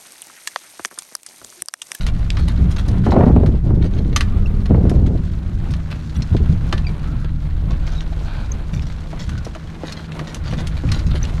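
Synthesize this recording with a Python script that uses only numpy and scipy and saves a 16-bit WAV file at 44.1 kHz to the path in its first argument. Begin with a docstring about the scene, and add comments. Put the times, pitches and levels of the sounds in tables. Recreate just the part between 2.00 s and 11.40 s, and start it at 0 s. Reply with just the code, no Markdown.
"""A horse trots round a dirt track, heard from the seat of the light two-wheeled cart that it pulls.
From the start the tyres hum and crunch, the frame drones and flung dirt patters on the cart. After a
second, gusts tear at the microphone; just past two seconds a shaft fitting clacks hard, and from then on
something rasps, a joint squeaks or a buckle snaps now and again. From about halfway the hooves thud on
the packed dirt; near eight seconds the wind drops, and it returns under the last hoofbeats."""
import sys
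import numpy as np
from scipy import signal
from scipy.fft import rfft, irfft
from scipy.io import wavfile
from scipy.ndimage import uniform_filter1d

SR = 44100
rng = np.random.default_rng(int(sys.argv[2]) if len(sys.argv) > 2 else 0)


def dump(signal):
    """Clip the signal to [-1, 1] and save it as 16-bit WAV at the path in sys.argv[1]."""
    limited = np.clip(np.atleast_2d(signal).T, -1, 1)
    pcm = np.round(limited * 32767).astype(np.int16)
    wavfile.write(sys.argv[1], SR, pcm)


N = 414540
TIME = np.arange(N) / SR
# Spectrum of a hard contact in a fitting or buckle. Each row: frequency in Hz, gain in dB.
CONTACT_SPECTRUM = [(350, -35), (700, 2.5), (1200, 15), (2200, 11.5), (3200, 10), (4500, 8), (6300, 11),
                    (8500, 9), (11000, 5), (13000, -8), (15000, -10)]


def undb(db):
    """Decibels to amplitude ratio."""
    return 10 ** (np.asarray(db) / 20)


def unit(x):
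    """Normalisation to rms 1."""
    return x / np.sqrt(np.mean(x ** 2) + 1e-18)


def peak(x, db):
    """Normalisation to a peak level."""
    return x * undb(db) / (np.abs(x).max() + 1e-12)


def curves(table):
    """Linear interpolation of each column in time."""
    s, *columns = np.transpose(table)
    return [np.interp(TIME, s, c) for c in columns]


def colour(x, points):
    """Minimum-phase filtering through (Hz, dB) points."""
    size = 8192
    hz, db = np.transpose(points)
    gain = undb(np.interp(np.log(np.arange(size // 2 + 1) * SR / size + 1), np.log(hz), db))
    cepstrum = irfft(np.log(gain))
    cepstrum[1:size // 2] *= 2
    cepstrum[size // 2 + 1:] = 0
    return signal.fftconvolve(x, irfft(np.exp(rfft(cepstrum))))[:len(x)]


def patchy(points, spread_db):
    """A spectrum with the random peaks and dips of a small, irregular object."""
    hz, db = np.transpose(points)
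    fine_hz = np.geomspace(hz[0], hz[-1], 70)
    smooth_db = np.interp(np.log(fine_hz), np.log(hz), db)
    return np.transpose([fine_hz, smooth_db + spread_db * rng.standard_normal(len(fine_hz))])


def resonate(x, hz, width):
    """A damped resonator with gain 1 at its centre."""
    return signal.lfilter(*signal.iirpeak(hz, hz / width, fs=SR), x)


def walk(rate):
    """Smooth random modulation of rms 1, from `rate` draws a second."""
    k = int(SR / rate)
    steps = np.repeat(rng.standard_normal(N // k + 1), k)
    return unit(uniform_filter1d(uniform_filter1d(steps, k), k)[:N])


def grains(n, rate, spread_db):
    """Shot noise: random impacts, many small and a few large."""
    impacts = (rng.random(n) < rate / SR) * rng.standard_normal(n)
    return impacts * undb(spread_db * np.minimum(rng.exponential(size=n), 4))


def add(out, s, x):
    """Superposition of a sound at time s."""
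    i = max(int(s * SR), 0)
    out[i:i + len(x)] += x[:N - i]


def steady(x, seconds):
    """Division by the running rms evens out slow swells."""
    return x / np.sqrt(uniform_filter1d(x ** 2, int(seconds * SR)) + 1e-18)


def gust_shape(s, length):
    """A gust's envelope: linear attack, slow sag, exponential release."""
    attack_s, release_s, sag_db_per_s = 0.0086, 0.026, 10
    t = np.maximum(TIME - s, 0)
    release = np.exp(-np.maximum(t - length, 0) / release_s)
    return np.minimum(t / attack_s, 1) * undb(-sag_db_per_s * t) * release


def wind():
    """Turbulence at the microphone: large eddies rumble; in gusts small ones tear at the port."""
    # The draught. Each row: time in seconds, rumble in dB, deepest eddies in dB.
    draught_levels = [(0.0, -24, -17), (1.2, -16.5, -19.5), (2.5, -20.5, -15.5), (3.2, -19.5, -21),
                      (3.45, -29.5, -27.5), (3.6, -22, -18.5), (4.08, -27.5, -34.5), (4.4, -19, -17.5),
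                      (5.0, -24, -23), (5.9, -25.5, -17), (6.1, -30, -22), (6.9, -28, -25), (7.4, -31, -29),
                      (8.1, -36.5, -41), (8.35, -40, -36), (8.4, -28.5, -29.5), (9.15, -18, -17.5),
                      (9.4, -21.5, -23.5)]
    # Each row: start and length in seconds, rumble in dB, buffeting in dB.
    gusts = [(0.38, 0.07, -19, -37), (0.57, 0.13, -13, -40), (0.868, 0.23, -14.5, -33),
             (1.058, 0.034, -20, -17.5), (1.128, 0.034, -26, -16), (1.169, 0.07, -11.5, -15),
             (1.264, 0.049, -14.5, -17.5), (1.321, 0.17, -12.5, -22.5), (1.509, 0.036, -18.5, -28.5),
             (1.636, 0.23, -13, -27), (1.926, 0.28, -21.5, -31), (2.335, 0.31, -21.5, -36.5),
             (2.691, 0.21, -11, -22.5), (2.923, 0.23, -16, -25), (3.688, 0.03, -17, -56),
             (4.166, 0.037, -15, -57), (4.305, 0.042, -11, -40), (4.398, 0.017, -17, -30),
             (4.49, 0.045, -13, -36), (4.654, 0.27, -24, -54), (6.71, 0.079, -20, -57),
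             (7.277, 0.13, -23.5, -49), (8.844, 0.082, -15.5, -48), (9.042, 0.064, -17, -45)]
    # Spectra of the eddies, large to small. Each row: frequency in Hz, gain in dB.
    sway_spectrum = [(8, -18.5), (16, 6.5), (38, 7.5), (58, 1.5), (85, -7.5), (200, -73.5)]
    draught_spectrum = [(35, -26.5), (65, 2), (90, -2.5), (125, -8.5), (165, -12.5), (220, -18.5),
                        (320, -28), (420, -43.5), (700, -42.5), (1400, -96)]
    gust_spectrum = [(35, -22.5), (60, 2), (90, -1), (125, -3), (165, -5.5), (220, -14.5), (320, -27),
                     (420, -39.5), (700, -43.5), (1400, -98)]
    buffet_spectrum = [(80, -20), (150, 3), (250, 1), (400, -5), (700, -21), (1200, -38), (2500, -50.5),
                       (10000, -99)]
    tearing_spectrum = [(250, -9), (550, 3), (850, -5.5), (1200, -14), (2000, -24.5), (4000, -51),
                        (14000, -91)]
    rumble_db, sway_db = curves(draught_levels)
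    flutter = walk(14)
    push, gust = np.zeros(N), np.zeros(N)
    for s, length, push_db, gust_db in gusts:
        shape = gust_shape(s, length)
        push = np.hypot(push, undb(push_db) * shape)
        gust = np.maximum(gust, undb(gust_db) * shape)
    draught = steady(colour(rng.standard_normal(N), draught_spectrum), 0.062)
    draught *= undb(rumble_db + 2 * flutter)
    rumble = steady(colour(rng.standard_normal(N), gust_spectrum), 0.055) * push
    sway = steady(colour(rng.standard_normal(N), sway_spectrum), 0.086) * undb(sway_db + 0.8 * flutter)
    eddies = steady(colour(rng.standard_normal(N) * undb(4.8 * walk(110)), buffet_spectrum), 0.037)
    tearing = steady(colour(rng.standard_normal(N) * undb(0.97 * walk(150)), tearing_spectrum), 0.053)
    # tearing grows as the square of the gust
    return draught + rumble + sway + gust * (1.62 * eddies + 4 * gust * tearing)


def slaps():
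    """A pressure pulse: an eddy breaks on the port with a dull thump and a brief sputter."""
    # Each row: start in seconds, peak in dB, sputter relative to thump in dB.
    eddies = [(1.066, -6, -9), (1.12, -8.5, 3), (1.164, -4.5, -3), (1.209, -4.5, 1), (1.265, -6.5, -12),
              (1.363, -3, -11), (1.434, -7.5, -14.5), (1.706, -11.5, -13), (2.708, -7, -18),
              (2.746, -7, -13), (2.853, -9, -13), (2.915, -8.5, -14.5), (4.348, -10, -40)]
    # Spectra of the pulse. Each row: frequency in Hz, gain in dB.
    thump_spectrum = [(100, -24.5), (220, 13.5), (380, 2.5), (600, -5.5), (850, -22), (1500, -35),
                      (6000, -76)]
    sputter_spectrum = [(350, -42), (700, 8), (950, 5.5), (1400, -8), (2200, -17.5), (4000, -36),
                        (14000, -69.5)]
    out, t = np.zeros(N), TIME[:SR // 16]
    for s, db, sputter_db in eddies:
        burst = rng.standard_normal(len(t)) * np.exp(-t / 0.0067)
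        burst[0] += 10
        thump = peak(colour(burst, thump_spectrum), 0)
        sputter = peak(colour(burst, sputter_spectrum), sputter_db)
        add(out, s, peak(thump + sputter, db))
    return out


def cracking():
    """Brittle fracture: grit bursts under the tyres, brighter for a smaller piece."""
    # Each row: frequency in Hz, gain in dB.
    fracture_spectrum = [(400, 7), (1500, 11), (2500, 2.5), (4200, 3.5), (5300, -5), (6500, -7),
                         (8500, -11.5), (11000, -11), (15000, -40)]
    pieces_per_s = 40  # of each size
    burst, out = np.exp(-TIME[:SR // 50] / 0.0053), 0
    for hz in np.geomspace(1400, 7000, 4):
        pieces = (rng.random(N) < pieces_per_s / SR) * undb(-10 * rng.random(N))
        envelope = signal.fftconvolve(pieces, burst)[:N]
        out += resonate(envelope * rng.standard_normal(N), hz, width=hz)
    return unit(colour(out, fracture_spectrum))


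def wheels():
    """Random excitation: tyres crush clods and sand, and rough ground keeps rims and frame resonating."""
    # Each row: time in seconds, relative levels of crunch and sand in dB.
    rolling_levels = [(0, -42, -52), (1.1, -38, -54), (1.6, -47, -60), (2.3, -42, -57), (3.1, -44.5, -57),
                      (3.9, -40, -53), (4.8, -40.5, -53), (5.5, -43, -60.5), (5.9, -42, -54),
                      (7.4, -40.5, -52), (7.7, -43.5, -52), (8.0, -39, -52), (9.4, -37.5, -50)]
    # Spectra of crushed dirt. Each row: frequency in Hz, gain in dB.
    crunch_spectrum = [(250, 10), (550, 3.5), (800, 0.5), (1100, -0.5), (1500, -9), (2100, -8), (3200, -13),
                       (4200, -15.5), (5200, -43), (9000, -27), (15000, -43)]
    sand_spectrum = [(2500, -0.5), (4500, 4), (6500, 2), (8000, -4), (11000, -17.5), (12000, -14),
                     (14000, -18), (15500, -35)]
    # Each row: frequency and bandwidth in Hz, relative level in dB.
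    frame_modes = [(157.2, 8.7, -38.5), (207, 27, -43.5)]
    # Each row: time in seconds, gain of the frame's drone in dB.
    drone_gains = [(0, -6), (4.8, -1), (6.2, -3.5), (7.2, -2.5), (8, 1), (9.4, -2.5)]
    crunch_db, sand_db = uniform_filter1d(np.array(curves(rolling_levels)), SR // 4, axis=1)
    crunch = unit(colour(grains(N, 7000, 1.76), crunch_spectrum)) * undb(crunch_db + 2.8 * walk(25))
    sand = unit(colour(grains(N, 5000, 1.5), sand_spectrum)) * undb(sand_db + 2.4 * walk(30))
    grit = cracking() * undb(.5 * (crunch_db + sand_db))
    drone = sum(undb(db) * unit(resonate(resonate(rng.standard_normal(N), hz, width), hz, 2 * width))
                for hz, width, db in frame_modes)
    rim = unit(resonate(grains(N, 3000, 1.2), hz=1442, width=220)) * undb(crunch_db - 13)
    return 1.107 * crunch + 0.59 * sand + 0.8 * grit + rim + drone * undb(curves(drone_gains)[0])


def tread():
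    """Periodic forcing: each tread hums at a pitch set by its wheel's speed, wobbling over bumps."""
    # The outer tyre's hum. Each row: time in seconds, pitch in Hz, level in dB.
    outer_hum = [(0, 151.4, -35), (0.55, 175, -31), (1.0, 203.1, -28), (1.5, 163.1, -30.5),
                 (2.15, 204.7, -31), (2.85, 200.9, -29.5), (3.25, 187.4, -30.5), (3.6, 180.5, -31.5),
                 (3.9, 159, -31), (4.8, 158.3, -30.5), (5.4, 152.1, -32.5), (6.1, 157.3, -32.5),
                 (6.8, 159, -36.5), (7.7, 160.8, -36.5), (8.4, 159.8, -33.5), (9.4, 160.6, -35)]
    # Each row: multiple of the pitch, relative level in dB.
    partials = [(0.5, -7.5), (1, 1.5), (1.5, -17.5), (2, -16)]
    wobble_share, flicker_db = 0.008, 1.95
    hz, db = curves(outer_hum)
    out = 0
    for speed, wheel_db in ((1, 0), (0.93, -5.5)):  # the inner wheel turns slower
        phase = 2 * np.pi * np.cumsum(hz * speed * (1 + wobble_share * walk(14))) / SR
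        hum = sum(undb(order_db + flicker_db * walk(12)) * np.sin(k * phase) for k, order_db in partials)
        out += undb(db + wheel_db) * unit(hum)
    return out


def rasps():
    """Sliding friction: something scrapes, its dense little catches driving a hollow resonance."""
    # Each row: start and length in seconds, level in dB, resonance in Hz, relative grit in dB.
    scrapes = [(2.24, 0.52, -48, 1230, -21), (5.024, 0.25, -47, 1310, -6), (5.81, 0.22, -54.5, 1460, 8),
               (6.246, 0.2, -46, 855, 6), (7.277, 0.21, -51, 1470, -2)]
    # Each row: frequency in Hz, gain in dB.
    grit_spectrum = [(300, -7), (700, 9.5), (1150, -2), (1550, 10.5), (2000, -14), (2350, 3.5), (2750, -4),
                     (3150, -5), (4000, -1), (4650, -4), (5200, -20), (12000, -57)]
    attack_s, release_s, sag_db_per_s = 0.013, 0.044, 15
    out = np.zeros(N)
    catches = grains(N, 6000, 1.0)
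    grit = unit(colour(catches, grit_spectrum))
    for s, length, db, hz, grit_db in scrapes:
        t = np.maximum(TIME - s, 0)
        contact = np.clip(t / attack_s, 0, 1) * np.clip((length - t) / release_s + 1, 0, 1)
        hollow = unit(resonate(catches, hz, width=94))
        out += undb(db - sag_db_per_s * t) * contact * (hollow + undb(grit_db) * grit)
    return out


def squeaks():
    """Stick-slip oscillation: a dry joint whistles with an unsteady pitch and a broken grip."""
    # Each row: start and length in seconds, first and last pitch in Hz, level in dB,
    # relative octave in dB, waver as a share of the pitch.
    slips = [(2.456, 0.018, 2720, 2700, -32, -17, 0.005), (4.16, 0.015, 5880, 5750, -41.5, -30, 0.008),
             (4.845, 0.021, 2640, 2530, -37, -25, 0.008), (4.865, 0.021, 2400, 2330, -28.5, -3, 0.013),
             (4.875, 0.036, 2370, 2330, -42, -15, 0.006), (5.945, 0.067, 3880, 3800, -39, -30, 0.004),
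             (6.515, 0.012, 6750, 6400, -28, -30, 0.038), (7.373, 0.028, 1530, 1450, -35, -25, 0.008),
             (9.227, 0.009, 6300, 6080, -27, -30, 0.023)]
    out = np.zeros(N)
    drift = walk(560)
    grip = unit(undb(5 * walk(350)))
    for s, length, start_hz, end_hz, db, octave_db, waver in slips:
        progress = np.linspace(0, 1, int(length * SR))
        hz = (start_hz + (end_hz - start_hz) * progress) * (1 + waver * drift[:len(progress)])
        phase = 2 * np.pi * np.cumsum(hz) / SR
        tone = np.sin(phase) + undb(octave_db) * np.sin(2 * phase)
        add(out, s, undb(db) * grip[:len(tone)] * np.sin(np.pi * progress) * tone)
    return out


def sprays():
    """Shot noise: dirt flung by a hoof patters over the cart as clods, grit and sand."""
    # Each row: start and length in seconds, levels of clods, grit and sand in dB.
    showers = [(0.008, 0.026, -35, -47, -54), (0.076, 0.013, -34.5, -46, -60),
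               (0.384, 0.053, -39, -55, -59), (0.479, 0.016, -32, -43, -45.5),
               (0.705, 0.029, -41, -46, -52), (0.762, 0.011, -33, -43, -59),
               (0.782, 0.019, -32, -46, -50.5), (0.881, 0.0085, -37, -39, -46),
               (1.041, 0.059, -41, -53, -61), (1.107, 0.021, -36, -45, -57),
               (1.816, 0.028, -39.5, -57, -68), (1.842, 0.023, -39.5, -53, -59),
               (1.932, 0.025, -44, -56, -66), (1.977, 0.014, -40, -52, -67), (2.124, 0.022, -42, -59, -72),
               (2.654, 0.013, -35, -53, -57), (3.062, 0.012, -37, -50, -58),
               (3.703, 0.022, -44.5, -49, -55), (3.903, 0.021, -33.5, -50, -57),
               (4.148, 0.021, -43, -58, -54), (5.242, 0.016, -40, -60, -65),
               (5.701, 0.028, -39.5, -51, -74), (5.864, 0.024, -37, -46, -63),
               (5.91, 0.049, -43.5, -49.5, -65), (6.004, 0.016, -36.5, -47, -65),
               (6.732, 0.027, -38.5, -45, -58), (6.818, 0.012, -42, -46, -63),
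               (6.866, 0.013, -42, -47, -63), (7.19, 0.038, -37.5, -42, -61), (7.377, 0.011, -43, -44, -64),
               (7.85, 0.061, -37, -48.5, -59), (7.967, 0.035, -38.5, -51, -64),
               (8.267, 0.042, -38.5, -48, -63), (8.453, 0.048, -37.5, -51, -66),
               (8.505, 0.031, -38.5, -50, -56.5), (8.571, 0.033, -35, -46, -62),
               (8.764, 0.024, -37, -60, -62), (8.933, 0.049, -35, -45, -55),
               (9.064, 0.016, -42, -45, -59.5), (9.105, 0.017, -35, -56.5, -61.0),
               (9.148, 0.023, -32, -49, -52), (9.234, 0.023, -38, -50, -62)]
    # Spectra of the three grain sizes. Each row: frequency in Hz, gain in dB.
    clods = [(200, -17.5), (500, 7.5), (900, 2.5), (1600, 4.5), (2500, 1.5), (4200, 1.5), (5200, -14),
             (8000, -36)]
    grit = [(3000, -22.5), (4700, 0.5), (6600, 0), (7600, -10.5), (9500, -29.5)]
    sand = [(5500, -25), (8000, 4), (11000, 0.5), (12000, -9), (14000, -12), (15500, -27)]
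    out, t = np.zeros(N), TIME[:SR // 4]
    for s, length, *levels in showers:
        envelope = (1 - np.exp(-t / (0.11 * length))) * np.exp(-(t / length) ** 1.4)
        for db, spectrum in zip(levels, (clods, grit, sand)):
            impacts = grains(len(t), rate=900, spread_db=0.71) * envelope
            patter = colour(impacts, patchy(spectrum, spread_db=5.0))
            add(out, s, undb(db) * np.sqrt(length / t[-1]) * unit(patter))
    return out


def stones():
    """Hard impact: a flung stone ticks sharply close by, higher for a smaller stone."""
    # Each row: start in seconds, peak in dB, pitch in Hz.
    hits = [(0.304, -9, 3400), (6.795, -23.5, 2400), (8.12, -23.5, 2570), (8.89, -20, 2200),
            (9.252, -22, 3000)]
    # A stone at the reference pitch. Each row: frequency in Hz, gain in dB.
    tick_spectrum = [(700, -30), (1700, -13), (2400, -1), (3400, -2), (4500, -2.5), (6000, -13),
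                     (8000, -15), (11000, -28), (15000, -47)]
    reference_hz = 3180
    out, t = np.zeros(N), TIME[:SR // 20]
    hz, shape_db = np.transpose(tick_spectrum)
    for s, db, pitch_hz in hits:
        contact = rng.standard_normal(len(t)) * (np.exp(-t / 0.0009) + 0.12 * np.exp(-t / 0.011))
        ring = undb(-5) * resonate(contact, pitch_hz, width=650)
        spectrum = np.transpose([hz * pitch_hz / reference_hz, shape_db])
        add(out, s, peak(colour(contact + ring, spectrum), db))
    return out


def buckles():
    """Damped resonance: a steel buckle chatters against its ring, a dry snap that wakes bright modes."""
    # Each row: start in seconds, then peak, gain of modes above 5 kHz and treble gain in dB.
    snaps = [(4.2212, -20.5, 10, -21), (7.4478, -29, 9, -6), (7.9226, -20.5, 0, -8), (8.9174, -16, -5, -12),
             (8.992, -26.5, -12, -18)]
    # Each row: frequency and bandwidth in Hz, gain in dB.
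    steel_modes = [(2440, 480, -2.5), (3800, 200, 0), (4240, 83, 14), (4620, 160, 1), (5220, 200, 3),
                   (5700, 160, -7), (7290, 180, -28)]
    out, t = np.zeros(N), TIME[:SR // 8]
    for s, db, upper_db, edge_db in snaps:
        contact = rng.standard_normal(len(t)) * np.exp(-t / 0.0074)
        ring = sum(undb(mode_db + upper_db * (hz > 5000)) * resonate(contact, hz, width)
                   for hz, width, mode_db in steel_modes)
        snap = peak(ring, 0) + peak(colour(contact, CONTACT_SPECTRUM), -4.5)
        add(out, s, peak(colour(snap, [(6000, 0), (12000, edge_db)]), db))
    return out


def clacks():
    """Modal ringing: a fitting snaps against its stop, chatters and sets the shaft tube vibrating."""
    # Each row: start in seconds, peak in dB, gains of body, edge, chatter and ring in dB,
    # centre of the ring's excitation in Hz.
    blows = [(0.066, -17, -1.5, -11, 0, -21, 3000), (0.3694, -19.5, 2.5, -22, 0, -16, 2000),
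             (1.4615, -22.5, 1, -15, 1, -17, 3000), (2.1619, -3.5, -3.5, -11, -5, -16.5, 4300),
             (2.2077, -8.5, 1.5, -13.5, 0, -16.5, 1700), (2.8958, -23.5, 2, -7, 3, -21, 3000),
             (3.738, -21, -2, -17, -4, -17, 3000), (4.366, -23.5, -4, -20, 1, -23, 3000),
             (4.7265, -8, 2.5, -17, 0, -12, 1500), (4.7796, -18.5, -1.5, -19.5, -7, -19, 3000),
             (7.2933, -23, -0.5, -10, -4, -16, 4000), (7.55, -22.5, 3, -15, 2, -12, 1300),
             (8.1923, -20.5, 4, -16, 0, -18, 1298), (8.3454, -17, -6, -5.5, -4, -20, 4540),
             (8.5359, -22, 2, -17, -4, -16, 1300), (8.6712, -19, -14, -7, -2, -20, 4500),
             (8.9184, -18, 2, -13, 0, -15, 1500)]
    # Each row: frequency in Hz, relative level in dB, time to fall 60 dB in seconds.
    tube_modes = [(600, 19, 0.066), (795, -1, 0.13), (1165, 3.5, 0.07), (1490, -8.5, 0.14),
                  (1746, -1.5, 0.17), (1930, -1, 0.11), (2065, -1.5, 0.074), (2840, 5.5, 0.025),
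                  (3080, 8.5, 0.043), (3680, -0.5, 0.08), (4120, 4, 0.073), (5620, 1, 0.054),
                  (6220, 13, 0.038), (6530, 1, 0.025)]
    snap_s, chatter_t60_s, fall_db_per_octave = 0.0016, 0.069, 3
    out, t = np.zeros(N), TIME[:SR // 4]
    hz, mode_db, mode_t60 = np.transpose(tube_modes)[:, :, None]
    chatter = 1.27 * undb(-60 * t / chatter_t60_s) + 0.055 * undb(-60 * t / 0.34)
    for s, db, body_db, edge_db, chatter_db, ring_db, ring_hz in blows:
        contact = rng.standard_normal(len(t)) * (np.exp(-t / snap_s) + undb(chatter_db) * chatter)
        # each blow lands elsewhere on the tube and wakes the modes differently
        shares = undb(mode_db - fall_db_per_octave * np.abs(np.log2(hz / ring_hz)) - 60 * t / mode_t60)
        detune = 1 + 0.0046 * rng.standard_normal(hz.shape)
        ring = np.sum(shares * np.sin(2 * np.pi * (hz * detune * t + rng.random(hz.shape))), axis=0)
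        blow = colour(contact + undb(ring_db) * ring, patchy(CONTACT_SPECTRUM, spread_db=1.1))
        blow = colour(blow, [(1500, body_db), (2600, 0), (4500, 0), (7500, edge_db)])
        add(out, s, peak(blow, db))
    return out


def hooves():
    """Impulse response: toe and heel strike in turn; the ground thuds and the hoof clops hollowly."""
    # Each row: start in seconds, peak in dB, thud and clop frequencies in Hz, clop gain in dB.
    landings = [(4.732, -17, 340, 583, -9), (5.244, -25, 338, 480, -16), (5.622, -33, 400, 540, -8),
                (5.713, -26, 335, 450, -2), (6.123, -28.5, 340, 680, 13), (6.735, -30, 300, 480, -10),
                (7.13, -21.5, 300, 640, 0), (7.467, -19.5, 272, 497, -12), (7.557, -25, 326.5, 620, 0),
                (7.835, -15, 345.6, 510, -5), (8.213, -22.5, 300, 495, -11), (8.527, -16, 274, 490, -7),
                (8.837, -19.5, 296, 480, -10), (8.964, -23, 334, 500, -9), (9.143, -21.5, 360, 515, -7)]
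    heel_delay_s = 0.00613
    out, t = np.zeros(N), TIME[:SR // 6]
    for s, db, thud_hz, clop_hz, clop_db in landings:
        force = np.exp(-t / 0.013) * rng.standard_normal(len(t)) * 0.065
        force[0] += 1
        force[int(heel_delay_s * SR)] += .7
        thud = resonate(force, thud_hz, width=96)
        clop = undb(clop_db) * resonate(force, clop_hz, width=80)
        add(out, s, peak(resonate(thud + clop, 0.91 * thud_hz, width=1200), db))
    return out


def scene():
    """Superposition in a free field: every sound arrives directly."""
    background = wind() + slaps() + wheels() + tread() + rasps()
    return (background + hooves() + clacks() + buckles() + stones() + sprays() + squeaks())[None]


def record(dry):
    """Soft saturation rounds the highest peaks; a low-pass filter cuts the top."""
    cutoff_hz = 15000
    rounded = dry / (1 + dry ** 8) ** (1 / 8)
    return signal.sosfilt(signal.ellip(8, .2, 80, cutoff_hz, fs=SR, output="sos"), rounded)


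dry = scene()
out = record(dry)
dump(out)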